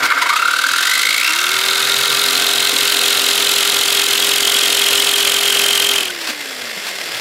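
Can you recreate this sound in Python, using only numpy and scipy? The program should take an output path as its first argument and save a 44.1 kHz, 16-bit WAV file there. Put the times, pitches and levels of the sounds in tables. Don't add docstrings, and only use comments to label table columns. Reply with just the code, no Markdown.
import sys
import numpy as np
from scipy import signal
from scipy.fft import rfft, irfft
from scipy.io import wavfile
from scipy.ndimage import uniform_filter1d, minimum_filter1d

SR = 44100
rng = np.random.default_rng(int(sys.argv[2]) if len(sys.argv) > 2 else 0)


def inscribe(sig):
    pcm = np.round(np.clip(np.atleast_2d(sig).T, -1, 1) * 32767)
    wavfile.write(sys.argv[1], SR, pcm.astype(np.int16))


N = 317640

# t/s, speed/strokes per s
RUN_UP = [(0.0, 6.29), (0.15, 7.47), (0.21, 12.2), (0.39, 16.6), (0.69, 20.53), (0.8, 21.75), (0.93, 24.82),
          (1.17, 27.99), (1.35, 36.87), (1.57, 41.45), (2.01, 43.79), (2.83, 43.96), (3.29, 43.78)]
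# t/s, level/dB
WHIRR = [(0, -25.5), (1.2, -32), (1.8, -24), (5.9, -20.5), (6.13, -26.5), (6.7, -26), (7.2, -23.5)]
# f/Hz, level/dB
GEARS = [(60, -28), (180, -19), (300, -11.5), (650, -3), (900, -10.5), (1300, -4.5), (1900, -2), (3500, -4),
         (5200, -3.5), (6400, -12), (8000, -12.5), (10000, -14.5), (14000, -16.5), (15800, -28)]
# f/Hz, width/Hz, level/dB
HOUSING = [(472, 285, -5.5), (1630, 114, -1), (1836, 65, 1.5), (2083, 77, 3.5), (2645, 170, -2.5),
           (3400, 100, -1), (7300, 400, -10.5)]
# multiple of the stroke rate, level at the edge/dB, level at the end of the cut/dB
SHAKE = [(2, -62, -49.5), (3, -38.5, -64.5), (4, -55, -51.5), (5, -59, -48.5), (6, -57, -47), (7, -57, -50),
         (11, -39.5, -54), (27, -42, -38)]
# t/s, length/s, level/dB
SCRAPES = [(0.035, 0.0044, -14.5), (0.058, 0.011, -17), (6.161, .04, -41), (6.219, 0.01, -24.5),
           (6.252, 0.01, -25), (6.275, 0.0032, -20.5), (6.297, 0.014, -19.5), (6.88, 0.02, -24),
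           (7.156, 0.0058, -25)]
# t/s, f/Hz, level/dB, length/s
BUMPS = [(0.038, 117, -40, 0.012), (0.045, 284, -39, 0.02), (1.07, 140, -53, 0.046),
         (6.103, 1500, -24, 0.0048), (6.3, 249, -32.5, 0.0067), (6.634, 110, -52, .022),
         (6.775, 190, -35, 0.006), (7.159, 110, -48, .022)]
# t/s, level/dB
FEED = [(0.45, -29), (0.49, -28), (0.94, -22), (1.38, -26), (2.35, -22), (4.81, -18.5), (5.92, -20),
        (5.95, -15.5)]
# t/s, length/s, extra sheet ringing level/dB, extra bite level/dB
SNAGS = [(0.027, 0.004, 5, 10), (0.054, 0.0068, 1, 1), (0.104, 0.0022, 5, 12), (0.124, 0.0036, 13, 7),
         (0.225, 0.0085, 0, 9.5), (0.298, 0.011, 2.5, 7.5), (0.373, 0.0077, 5, 12), (6.054, 0.0047, 3, 3)]
# f/Hz, width/Hz, level/dB
WHINE = [(2040, 57, 2.5), (2730, 58, 5.5), (3490, 150, -7.5), (3776, 104, 2.5), (4127, 88, 7.5),
         (5580, 760, 7)]
# f/Hz, width/Hz, level/dB
SHEET = [(959, 49, -8), (1179, 18, -6), (1253, 45, -6.5), (1393, 48, -1), (1543, 44, -2), (2184, 120, 0),
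         (2630, 56, -30)]
# f/Hz, width/Hz, level/dB
BLADE = [(2320, 300, -20.5), (2542, 73, -6), (3130, 610, -6.5), (3660, 400, 0), (3804, 260, 2),
         (4200, 180, -4.5), (4640, 510, -9)]
# f/Hz, width/Hz, level/dB
SQUEAL = [(2350, 390, -8), (2810, 102, -2), (3072, 84, -0.5), (3395, 78, 3.5)]
# f/Hz, level/dB
RASP = [(50, -43), (120, -29), (280, -12.5), (600, -15), (900, -7.5), (2000, -7), (4000, -1), (5500, -2.5),
        (7300, 0.5), (9500, -2), (12500, -4), (15500, -11.5)]
# f/Hz, width/Hz, level/dB
ROLLER = [(6240, 530, 13.5), (8100, 410, -5), (10100, 530, -13)]
# f/Hz, width/Hz, level/dB
SUPPORT = [(120, 12, -9), (271.6, 24.5, -1.5), (323, 31, -5), (344, 11, -1.5), (488, 46, -2.5),
           (713, 40, -0.5), (1073, 18, 2.5)]
# t/s, extra patter level/dB
JUMPS = [(0.04, 15.5), (0.22, 15), (2.3, 5.5), (2.42, 8.5), (2.548, 7), (2.77, 10), (3.01, 8), (3.218, 8)]

TIME = np.arange(N) / SR
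CUT_ENDS_S = 6.115
DEPTH = np.minimum(TIME / CUT_ENDS_S, 1)
GEAR_RATIO, START_TURN = 9.2, .18
RELEASE_S, COAST_S = 5.96, 1.32
EASE_OFF_S, EASE_OFF_DB_PER_S = 5.893, 98
HUM_DB, HUM_SPEED_POWER, HUM_DEPTH_DB = -36.5, 2.17, 9
SEATED_S, SEATING_S = 1.12, 0.15
SHAKE_SPEED_POWER = 10.6
ENTRY_DB, ENTRY_FEED_DB, ENTRY_S = -10, -11.5, 0.33
SHEET_DB, FREE_EDGE_DB, FREE_EDGE_S = -28.5, 20.5, 1.69
WHINE_DB, WHINE_FADE_DB = -13.5, -15
WHINE_LEAK = .15
TEETH_PER_HALF_STROKE, OVERSHOOT = 13.15, .105
RETURN_DB, RETURN_FADE_DB = -1, -24.5
BITE_AT, BITE_WIDTH, RUB_WIDTH, SLACK = -.03, .115, .16, .05
RASP_DB = 2.5
BLADE_DB, BLADE_FOLLOWS = 0.5, 0.83
PINCH_S, PINCH_SPREAD_S = 5.4, 0.99
SQUEAL_PER_TURN = 77.8
RING_SAG = .065
BUZZ_DB, JUMP_S = -18, 0.048
CUTOFF_HZ = 15750


def from_db(db):
    return 10 ** (np.asarray(db) / 20)


def rms_one(x):
    return x / np.sqrt(np.mean(x ** 2) + 1e-20)


def even(x, size=6000):
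    power = uniform_filter1d(uniform_filter1d(x * x, size), size)
    return x / np.sqrt(np.abs(power) + 1e-12)


def in_time(rows):
    s, *columns = np.transpose(rows)
    return [np.interp(TIME, s, c) for c in columns]


def swell(s, length):
    return np.exp(-.5 * ((TIME - s) / length) ** 2)


def lobe(turn, centre, width):
    return np.exp((np.cos(2 * np.pi * (turn - centre)) - 1) / (2 * np.pi * width) ** 2)


def drift(rate):
    smoother = signal.butter(2, rate, fs=SR, output="sos")
    return rms_one(signal.sosfilt(smoother, rng.standard_normal(N + SR))[SR:])


def per_stroke(turn, size=400):
    return rng.standard_normal(size)[(turn + .4).astype(int) % size]


def grit(turn, repeat, spiky_db, size=1007):
    share = np.clip(repeat, 0, 1)
    pattern = rng.standard_normal(size)[(turn % 1 * size).astype(int) % size]
    fresh = rms_one(rng.standard_normal(N) * from_db(spiky_db * rng.standard_normal(N)))
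    return np.sqrt(share) * pattern + np.sqrt(1 - share) * fresh


def resonate(x, modes):
    out = np.zeros(N)
    for k, (hz, width, db) in enumerate(modes):
        r = np.exp(-np.pi * width / SR)
        top = (1 - r * r) / 2 * np.array([1, 0, -1])
        bottom = [1, -2 * r * np.cos(2 * np.pi * hz / SR), r * r]
        out += (-1) ** k * from_db(db) * signal.lfilter(top, bottom, x)
    return out


def colour(x, spectrum, size=1024):
    hz, db = np.transpose(spectrum)
    grid = np.maximum(np.arange(size + 1) * SR / (2 * size), 1)
    cepstrum = irfft(np.log(from_db(np.interp(np.log(grid), np.log(hz), db))))
    response = irfft(np.exp(rfft(2 * cepstrum[:size], 2 * size)))
    return signal.oaconvolve(x, response)[:N]


def band(x, low_hz, high_hz):
    return signal.sosfilt(signal.butter(2, [low_hz, high_hz], "band", fs=SR, output="sos"), x)


def crank_speed():
    return in_time(RUN_UP)[0] * np.exp(-np.maximum(TIME - RELEASE_S, 0) / COAST_S)


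def easing_db():
    return -EASE_OFF_DB_PER_S * np.maximum(TIME - EASE_OFF_S, 0)


def motor(speed, turn):
    rotor, pace = 2 * np.pi * GEAR_RATIO * turn, speed / speed.max()
    hum_db = HUM_DB + HUM_DEPTH_DB * DEPTH * from_db(easing_db()) + 0.77 * drift(4.2)
    waves = np.sin(rotor) + 0.2 / pace ** 2.5 * np.sin(2 * rotor) + 0.25 * np.sin(3 * rotor)
    hum = from_db(hum_db) * pace ** HUM_SPEED_POWER * np.sqrt(2) * waves
    seated = 1 / (1 + np.exp((SEATED_S - TIME) / SEATING_S))

    shake = np.zeros(N)
    for k, first_db, last_db in SHAKE:
        level_db = first_db + (last_db - first_db) * DEPTH + 3.5 * drift(10.4)
        shake += from_db(level_db) * np.sqrt(2) * np.sin(2 * np.pi * (round(k) * turn + rng.random()))

    rattle_db = 1.7 * np.sin(rotor) + 1.6 * np.sin(4 * np.pi * turn) + 1.3 * drift(116)
    rattle = from_db(rattle_db) * grit(turn, repeat=0.13, spiky_db=3)
    housing = rms_one(resonate(rattle * grit(turn, repeat=0, spiky_db=4), HOUSING))
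    gears = rms_one(rms_one(colour(rattle, GEARS)) + 0.72 * housing)
    return seated * hum + shake * pace ** SHAKE_SPEED_POWER + from_db(in_time(WHIRR)[0]) * gears


def tooth_tone(turn, pace, back):
    swing = TEETH_PER_HALF_STROKE * (1 + pace ** 8 * (OVERSHOOT + .02 * drift(25)))
    tooth = 2 * np.pi * (swing * np.sin(2 * np.pi * turn) + .12 * pace ** 1.5 * drift(150))
    centre, hold = -.07 + .06 * pace, .1 - .03 * pace
    uneven = from_db(3.2 * pace * per_stroke(turn) + 1.5 * drift(400))
    return_bite = np.sqrt(back) * (1.25 - .65 * pace) * lobe(turn, centre + .5, hold)
    bite = uneven * (lobe(turn, centre, hold) + return_bite)
    return bite * (np.sin(tooth) + .28 * np.sin(2 * tooth) + .13 * np.sin(3 * tooth))


def rasping(turn, pace, grip, back):
    lead = 0.083 * pace
    cut_stroke = .7 * lobe(turn + lead, -.05, .045) + lobe(turn + lead, .04, .095)
    return_stroke = back * lobe(turn - lead, .5, .08)
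    tearing = grip * (cut_stroke + 1.9 * return_stroke + 0.12)
    chips = tearing * from_db(0.44 * drift(340)) * grit(turn, repeat=0.44, spiky_db=3.5)
    flanks = 0.37 * band(rng.standard_normal(N), 220, 11200)
    roller_rub = lobe(turn - lead, 0.12, 0.13) * rng.standard_normal(N)
    roller = 0.43 * back * resonate(roller_rub, ROLLER)
    return even(colour(chips + flanks + roller, RASP))


def sag():
    return 1 - RING_SAG * DEPTH ** 2


def sagging(x, modes):
    samples, clock = np.arange(N), np.cumsum(sag())
    return np.interp(clock, samples, resonate(np.interp(samples, clock, x), modes))


def cutting(speed, turn):
    entry, easing = np.exp(-TIME / ENTRY_S), easing_db()
    snag_db = sum(db * swell(s, length) for s, length, _, db in SNAGS)
    snag_ring_db = sum(db * swell(s, length) for s, length, db, _ in SNAGS)
    feed_db = in_time(FEED)[0] + ENTRY_FEED_DB * entry + snag_db + easing
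    sheet_db = SHEET_DB + FREE_EDGE_DB * np.exp(-TIME / FREE_EDGE_S) + snag_ring_db
    sheet_db = sheet_db + 0.65 * easing + ENTRY_DB * entry
    whine_db = WHINE_DB + WHINE_FADE_DB * DEPTH + snag_db + easing

    pace = speed / speed.max()
    back = from_db(RETURN_DB + RETURN_FADE_DB * DEPTH)
    grip = from_db(0.42 * drift(51))
    rub = back * lobe(turn, BITE_AT + .5, RUB_WIDTH)
    load = grip * (lobe(turn, BITE_AT, BITE_WIDTH) + rub + SLACK)

    tone = tooth_tone(turn, pace, back)
    whine = band(resonate(even(tone), WHINE) + WHINE_LEAK * even(tone), 1950, 6000)
    scuff = (.9 * load + .8 * pace ** 3) * grit(turn, repeat=.08, spiky_db=3)
    sheet = even(band(resonate(tone + scuff, SHEET), 1016, 1950))
    blade = even(band(sagging(load * grit(turn, repeat=0.18, spiky_db=3), BLADE), 1120, 5860))

    pinch = from_db(1.9 * per_stroke(turn)) * lobe(turn, 0.018, 0.1)
    slips = SQUEAL_PER_TURN * sag() * ((turn + .5) % 1 - .5)
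    wobble = 0.61 * np.cos(2 * np.pi * (turn - .01)) + 0.27 * drift(255)
    slip = np.sin(2 * np.pi * (slips + wobble))
    scrape = 2.75 * load * grit(turn, repeat=0.71, spiky_db=0.5)
    squeal = even(band(sagging(pinch * slip + scrape, SQUEAL), 2300, 5100))

    pinched = 1 / (1 + np.exp((PINCH_S - TIME) / PINCH_SPREAD_S))
    blend = np.sqrt(1 - pinched) * blade + 1.54 * np.sqrt(pinched) * squeal
    ringing = from_db(BLADE_DB + BLADE_FOLLOWS * feed_db) * blend
    rasp = from_db(RASP_DB + feed_db) * rasping(turn, pace, grip, back)
    engaged = np.clip((CUT_ENDS_S - TIME) / 0.019 + 1, 0, 1)
    return engaged * (from_db(sheet_db) * sheet + from_db(whine_db) * whine + ringing + rasp)


def support(turn):
    patter = (lobe(turn, 0.31, 0.1) + 0.34) * grit(turn, repeat=0.27, spiky_db=-1.5)
    jump_db = sum(db * swell(s, JUMP_S) for s, db in JUMPS)
    buzz_db = BUZZ_DB + in_time(FEED)[0] + easing_db() + jump_db
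    return from_db(buzz_db) * even(band(resonate(patter, SUPPORT), 110, 950))


def handling():
    steel = [(100, -33), (300, 0.0), (1500, 9.0), (4300, 9.5), (7000, 0.5), (15000, -8.5)]   # f/Hz, level/dB
    rub = rms_one(colour(rng.standard_normal(N), steel))
    out = rub * sum(from_db(db) * swell(s, length) for s, length, db in SCRAPES)
    for s, hz, db, length in BUMPS:
        out += from_db(db) * swell(s, length) * np.sqrt(2) * np.sin(2 * np.pi * hz * (TIME - s))
    return out


def scene():
    speed = crank_speed()
    turn = START_TURN + np.cumsum(speed) / SR
    saw = motor(speed, turn) + cutting(speed, turn) + support(turn) + handling()
    return saw[None]


def limiter(x, ceiling_db, release_db_per_s, size=40):
    over_db = np.maximum(20 * np.log10(np.abs(x) + 1e-9) - ceiling_db, 0)
    fall_db = release_db_per_s * TIME
    held_db = np.maximum.accumulate(over_db + fall_db, axis=-1) - fall_db
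    return x * from_db(uniform_filter1d(minimum_filter1d(-held_db, size), size))


def record(dry):
    thinned = signal.sosfilt(signal.butter(2, 75, "high", fs=SR, output="sos"), dry)
    held = limiter(thinned, ceiling_db=-3.2, release_db_per_s=400)
    return signal.sosfilt(signal.ellip(12, .1, 90, CUTOFF_HZ, fs=SR, output="sos"), held)


dry = scene()
out = record(dry)
inscribe(out)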